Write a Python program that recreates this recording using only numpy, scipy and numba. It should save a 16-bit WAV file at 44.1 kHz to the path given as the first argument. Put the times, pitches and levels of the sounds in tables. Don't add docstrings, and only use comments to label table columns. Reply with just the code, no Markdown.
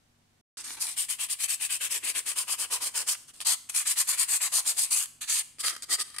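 import sys
import numpy as np
from scipy import signal
from scipy.fft import rfft, irfft
from scipy.io import wavfile
from scipy.ndimage import uniform_filter1d
from numba import njit

SR = 44100
rng = np.random.default_rng(int(sys.argv[2]) if len(sys.argv) > 2 else 0)


def amp(db):
    return 10 ** (np.asarray(db, float) / 20)


def write(x):
    x = np.atleast_2d(x).T
    wavfile.write(sys.argv[1], SR, np.round(np.clip(x, -1, 1) * 32767).astype(np.int16))


N = 273420
T = np.arange(N) / SR


def curve(hz, points):
    f, v = np.transpose(points)
    return np.interp(np.log(hz + 1), np.log(f + 1), v)


def causal(db):
    c = irfft(db * np.log(10) / 20)
    c[1:len(c) // 2] *= 2
    c[len(c) // 2 + 1:] = 0
    return irfft(np.exp(rfft(c)))


def unit(x):
    return x / np.sqrt(np.mean(x ** 2))


def walk(rate):
    hold = int(SR / rate)
    levels = np.repeat(rng.standard_normal(N // hold + 1), hold)
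    return 1.616 * uniform_filter1d(uniform_filter1d(levels, hold), hold)[:N]


def air():
    # (f/Hz, level/dB per Hz)
    air_colour = [(20, -15), (60, -15), (110, -18), (250, -17.5), (400, -24.5), (800, -27), (8700, -34),
                  (15800, -46)]
    # (f/Hz, level/dB)
    hum_tones = [(100, -75), (147, -77), (238, -77.5), (735, -85)]
    hz = np.linspace(0, SR / 2, N // 2 + 1)
    width = [np.ones_like(hz), np.clip(0.3 + hz / 900, 0, 1)]
    spectrum = rfft(rng.standard_normal((2, N))) * amp(curve(hz, air_colour))
    mid, side = irfft(spectrum * width, N)
    noise = np.array([mid + side, mid - side]) / np.sqrt(np.mean(mid ** 2)) * amp(-71)
    hum = np.zeros(N)
    for f, db in hum_tones:
        level = amp(db - 0.5 + 1.8 * walk(6.3))
        hum += level * np.sin(2 * np.pi * f * T + 0.23 * walk(4.03))
    return noise + hum


def ramp(t, length_s, attack_s, release_s, steep):
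    return np.clip(np.minimum(t / attack_s, (length_s - t) / release_s), 0, 1) ** steep


def contact():
    # (start t/s, length t/s, sheet hiss level/dB, swell start to end level/dB, pot wall minus hiss level/dB)
    strokes = [(0.792, 0.17, -35.0, -15, -14), (0.959, 0.11, -30.5, -9.5, -11.5),
               (1.08, 0.089, -31, -16.5, -12.0), (1.181, 0.098, -32.0, 0, -9.0),
               (1.281, 0.082, -32, -12, -9.5), (1.381, 0.095, -30.5, 7, -9.5),
               (1.475, 0.1, -31, -11, -9.5), (1.593, 0.094, -31.5, 0.5, -8),
               (1.687, 0.1, -30.5, -1, -11), (1.798, 0.095, -31, -4, -9), (1.889, 0.11, -31, 6.5, -10.5),
               (2.022, 0.11, -31.5, 6, -8.0), (2.136, 0.085, -30, -1, -10.5),
               (2.251, 0.1, -32.5, -8.0, -10.5), (2.351, 0.099, -30.5, -4, -10.5),
               (2.467, 0.099, -30.5, 5.5, -10.5), (2.574, 0.1, -33, -3, -10.5),
               (2.697, 0.1, -30.5, -5, -10), (2.797, 0.11, -32, 2, -8.5),
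               (2.936, 0.11, -31.5, -10.5, -8.5), (3.061, 0.1, -28.5, -10, -13.5),
               (3.444, 0.12, -26.5, -4.5, -10.5), (3.734, 0.11, -29.0, -7, -11.5),
                   (3.849, 0.1, -26, -3, -11), (3.952, 0.092, -26, 3, -10.5),
                   (4.066, 0.11, -27.5, -10, -11), (4.166, 0.098, -25, -1, -13),
                   (4.273, 0.12, -25.5, -0.5, -15.0), (4.398, 0.097, -26, 7, -10.0),
                   (4.515, 0.11, -25.5, -6, -12.5), (4.644, 0.094, -26, 6, -15.0),
                   (4.762, 0.12, -28, -10.5, -16.5), (4.901, 0.17, -27.5, -15.5, -16),
                   (5.271, 0.16, -28, -1, -13), (5.623, 0.11, -29.5, -7.5, -9.5),
                   (5.88, 0.087, -26, 21, -12), (5.973, 0.061, -27.5, 22, -12)]
    touches = [(.55, 0.082, -46, 10, -5.5), (.632, 0.14, -43.5, -3, -8), (.762, 0.043, -46.5, -4, -1.5),
               (3.272, 0.053, -53.5, -5, -7), (3.33, 0.1, -57, -7, -8), (3.4, 0.046, -43.5, -7, -5),
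               (3.689, 0.03, -35, -19, -8), (5.205, 0.058, -40, -12, -6), (5.586, 0.044, -33, 13, -15),
               (5.72, 0.042, -43, -1, -6), (5.82, 0.039, -41.5, -4, -6), (6.04, 0.13, -58, -9, -4.5)]
    # (from t/s, to t/s, hiss level/dB)
    creeps = [
        (.55, .8, -52.5),
        (.8, 3.15, -56.5),
        (3.145, 3.263, -60),
        (3.7, 5.052, -50),
        (5.23, 5.414, -51.5),
        (5.62, 5.8, -54),
        (5.845, 6.25, -58.5),
    ]
    sheet_ramp, wall_ramp = (0.028, 0.034, 1.46), (0.019, 0.032, 1.06)
    touch_ramp = (0.011, 0.02, 1.47)
    sheet, wall = np.zeros(N), np.zeros(N)
    passes = ((strokes, sheet_ramp, wall_ramp), (touches, touch_ramp, touch_ramp))
    for rows, on_sheet, on_wall in passes:
        for s, length_s, db, swell_db, rel_db in rows:
            near = slice(int(s * SR), int((s + length_s) * SR))
            t = T[near] - s
            swell = swell_db * (t / length_s - .5)
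            sheet[near] += amp(db + 0.25 + swell) * ramp(t, length_s, *on_sheet)
            wall[near] += amp(db + rel_db - 0.8 + 0.46 * swell) * ramp(t, length_s, *on_wall)
    creep = sum(amp(db) * ramp(T - a, b - a, *touch_ramp) for a, b, db in creeps)
    return np.hypot(sheet, creep), np.hypot(wall, creep * amp(-9))


def grit(per_s, patchy_db, spread_db=2):
    slips = rng.random(N) < per_s / SR
    size = slips * amp(spread_db * np.minimum(rng.exponential(size=N), 4))
    size = np.sqrt(np.abs(uniform_filter1d(size ** 2, size=3)))
    size = size * amp(patchy_db * walk(45) + patchy_db * walk(220))
    return unit(size * rng.standard_normal((2, N)))


def crumbs():
    # (t/s, level/dB, pot wall minus hiss level/dB, decay t/ms)
    cracks = [(0.571, -50.5, 4, 3), (.705, -38, -0.5, 3.6), (.824, -26, -20, 2.3), (.868, -31, -21, 3.3),
              (0.983, -41, -17, 1.2), (2.191, -22, -14, 1.2), (3.127, -48, -5, 2), (3.15, -46, 7, 3.9),
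              (3.404, -38, 4.5, 1.2), (3.413, -34.5, -5, 3.3), (3.69, -40.5, -5, 0.92),
              (3.362, -51, -12, 2.3), (5.057, -33, -15, 2.7), (5.218, -31.5, -12, 2.6),
              (5.395, -48, -3, 3.7), (5.585, -46.5, 4, 1.5), (5.682, -18, -5, 1.04), (5.751, -41.5, 2, 3),
              (5.764, -35, -4.5, 3.2), (5.823, -32, -16, 2.2), (6.012, -31, -8, 1.5), (6.102, -45, -9, 2.5),
              (6.143, -46, -6.5, 13), (6.163, -40.5, -4.5, 7.3), (6.184, -28, -11, 4.6)]
    out = np.zeros((2, 2, N + 600))
    for s, db, rel_db, ms in cracks:
        crack = rng.choice([-1, 1], (2, 600)) * np.exp(-np.arange(600) / (SR * ms / 1000))
        i = int(s * SR)
        out[:, :, i:i + 600] += amp(db + np.array([0, rel_db]))[:, None, None] * crack
    return out[:, :, :N]


def sanding():
    grip_changes = [
        .95,
        3.33,
        5.5,
    ]
    # (f/Hz, level/dB per Hz)
    colours = [
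        [(150, -43), (250, -19.5), (565, -20.5), (2300, -11), (3370, -13.5), (3740, -11.5), (6410, -10),
         (9070, 0.5), (15800, -26.5)],
        [(150, -50), (250, -19.5), (786, -18.5), (1110, -2.5), (1320, -13), (2150, -9.5), (2560, -5),
         (3940, -12), (5120, -7), (5680, -12), (9070, 1.5), (15800, -21.5)],
        [(150, -71), (250, -24), (373, -30), (1060, -18.5), (2040, -13.5), (2470, -11.5), (3940, -10.5),
         (4610, -8), (5480, -10.5), (8910, 4), (10200, -1), (15800, -22)],
        [(150, -40.5), (250, -13.5), (984, -15.5), (1210, -1.5), (1420, -6), (1970, -3), (2690, -10),
         (3090, -8.5), (4610, -9.5), (6640, -9.5), (9070, -3), (15800, -28.5)],
    ]
    # (f/Hz, width f/Hz, lift level/dB)
    rings = [
        [(1020, 270, 3.5), (2380, 150, 5), (4150, 420, 0)],
        [(1106, 180, -8), (2540, 220, 0), (3080, 140, 5.5), (4970, 220, -4), (8160, 980, 2), (10420, 180, 6)],
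        [(1090, 390, 4), (1763, 130, 4.5), (2490, 110, 2), (4520, 350, 1.5), (7700, 1100, 1.5), (8270, 350, -2)],
        [(1230, 84, 6), (1930, 85, 5.5), (3173, 63, 10.5), (4760, 250, 6.5), (9270, 720, 3.5), (7860, 400, 1.5)],
    ]
    # (f/Hz, side minus mid level/dB)
    spread = [(60, -2), (110, -10), (200, -10), (380, -23), (700, -0.5), (1290, -16.5), (2380, -2),
              (4400, 7), (8120, 1), (15000, -29)]
    # (f/Hz, left minus right level/dB)
    lean = [(60, -45), (110, -14), (200, -3), (380, -3), (700, 3), (1290, -0.5), (2380, 0.5), (4400, -1.5),
            (8120, -1), (15000, 9.5)]
    split_hz = 3500
    hz = np.linspace(0, SR / 2, 1025)
    low = 1 / (1 + (hz / split_hz) ** 8)
    sheet, wall = contact()
    drives = np.array([grit(16000, 0.96) * sheet, grit(11000, 0.96) * wall]) + crumbs()
    edges = [0] + [int(s * SR) for s in grip_changes] + [N]
    out = np.zeros((2, N + 2047))
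    for a, b, colour, modes in zip(edges, edges[1:], colours, rings):
        db = curve(hz, colour)
        for f, width, lift_db in modes:
            db = db + lift_db / (1 + (2 * (hz - f) / width) ** 2)
        for share, drive in zip((1 - low, low), drives):
            part_db = db + 10 * np.log10(share + 1e-9)
            part_db = part_db - 10 * np.log10(np.mean(amp(2 * part_db)))
            side_db = part_db + curve(hz, spread) - 5.0
            mid = signal.oaconvolve(drive[0, a:b], causal(part_db))
            side = signal.oaconvolve(drive[1, a:b], causal(side_db))
            out[:, a:b + 2047] += np.array([mid + side, mid - side])
    tilts = [causal(sign * curve(hz, lean) / 2) for sign in (1, -1)]
    return np.array([signal.oaconvolve(x, tilt)[:N] for x, tilt in zip(out, tilts)])


def bend(x, share=0.41, near_ms=0.1965, far_ms=2.2, count=4):
    out = x.copy()
    for ms in np.geomspace(near_ms, far_ms, count):
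        for ch in range(2):
            lag = ms * SR / 1000 * amp(1.703 * walk(3.5) + 0.38 * walk(14))
            echo = np.interp(np.arange(N) - lag, np.arange(N), x[ch])
            out[ch] += share * np.tanh(walk(6)) * echo
    return out


def knocks():
    # (t/s, f/Hz, peak level/dB, t60 t/s)
    rim_hits = [
        (6.4, 1260, -38, 0.05),
        (3.128, 1200, -41, .03),
        (.822, 2500, -35, .04),
    ]
    out = np.zeros(N)
    for s, hz, db, t60_s in rim_hits:
        t = np.maximum(T - s, 0)
        envelope = amp(db - 60 * t / t60_s) * (1 - np.exp(-t / .001))
        out += envelope * np.sin(2 * np.pi * hz * t)
    return out


def ride_band(x, order, hz, kind, db):
    band = signal.sosfiltfilt(signal.butter(order, hz, kind, fs=SR, output="sos"), x)
    return x + band * (amp(db) - 1)


def hand(x):
    # (t/s, left minus right level/dB, deep wall tones level/dB, free wall ring level/dB,
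    # curled edge facing the phone level/dB)
    hand_moves = [(.6, 1, 6, 0.5, 5.5), (.85, 4, -2.5, 1.5, -1.5), (1.1, 5, -21, -6.5, 0),
                  (1.99, 4.5, 3, 1, 1), (2.63, 4, 6, 3.5, 1.5), (3.1, 2, 3.5, 3, 3.5),
                  (3.27, 6, -5, 0, 4.5), (3.33, 0.5, 13, 0, 3.5), (3.5, 5, -2, -1, 3.5),
                  (3.8, 4.5, -3, -1, 0.5), (4.3, 4.5, 5, 0, -1), (4.48, 3, 4.5, -1.5, 1),
                  (4.75, 4.5, 10, 0, 2.1), (5.15, 3, -11, -0.5, -3), (5.3, 2, -2, 0, 6),
                  (5.5, 4.5, -7, 6, -5.5), (5.7, 2, 3.5, -0.5, 0.8), (6.2, 4, 0.5, 4, -1.5)]
    s, pan_db, deep_db, ring_db, edge_db = np.transpose(hand_moves)
    x = ride_band(x, 2, [4000, 7000], "band", np.interp(T, s, edge_db))
    x = ride_band(x, 2, [850, 1900], "band", np.interp(T, s, ring_db))
    x = ride_band(x, 3, 650, "low", np.interp(T, s, deep_db))
    pan_db = np.interp(T, s, pan_db) - 1.74
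    return x * amp(np.array([pan_db, -pan_db]) / 2)


@njit
def walls(x, lags, gain, damp):
    line, soft, out = np.zeros((8, 4096)), np.zeros(8), np.zeros((2, len(x)))
    for i in range(len(x)):
        total = 0.
        for k in range(8):
            soft[k] += (1 - damp) * (gain[k] * line[k, (i - lags[k]) & 4095] - soft[k])
            total += soft[k]
            out[k % 2, i] += soft[k]
        for k in range(8):
            line[k, i & 4095] = x[i] + soft[k] - total / 4
    return out


def scene():
    t60_s, damp, room_db = 0.49, 0.11, -20
    rub = hand(bend(sanding()) + knocks())
    lags = rng.integers(500, 2400, 8)
    room = walls(rub.mean(axis=0), lags, amp(-60 * lags / SR / t60_s), damp)
    return rub + amp(room_db) * room + air()


def duck_bass(dry, resume_s):
    # (t/s, depth level/dB, half length t/s)
    dropouts = [(1.407, 16, 0.027), (1.826, 16, 0.012), (1.935, 9, 0.013), (2.073, 12, .015),
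                (2.29, 7, 0.014), (2.407, 16, .015), (2.52, 14, 0.023), (2.96, 21, 0.02), (3.494, 22, .022),
                (3.898, 18, 0.02), (4.118, 20, 0.029), (4.39, 14, 0.017), (4.443, 24, 0.022),
                (4.58, 20, 0.016), (4.82, 28, 0.019), (5.005, 30, 0.044), (5.335, 25, 0.064)]
    hz = np.linspace(0, SR / 2, N // 2 + 1)
    bass = irfft(rfft(dry) / (1 + (hz / 430) ** 8), N)
    heard = uniform_filter1d(np.mean(dry ** 2, axis=0), size=2600, origin=900)
    duck = 1 / (1 + (np.abs(heard) / amp(-29) ** 2) ** 1.14)
    trim = np.where(T > resume_s, amp(2.0), 1)
    trim = trim * amp(-sum(db * np.exp(-((T - s) / half_s) ** 4) for s, db, half_s in dropouts))
    return dry - bass * (1 - duck * trim)


def band_limit(x):
    return signal.sosfilt(signal.butter(12, 16450, fs=SR, output="sos"), x)


def record(dry):
    # (from t/s, to t/s)
    silence = (0.413, .5705)
    x = duck_bass(.42 * np.tanh(dry / .42), silence[1])
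    gate = np.clip(np.maximum(silence[0] - T, T - silence[1]) / 0.0014, 0, 1)
    top = signal.ellip(10, .2, 70, 15650, fs=SR, output="sos")
    return band_limit(signal.sosfilt(top, x * gate))


dry = scene()
out = record(dry)
write(out)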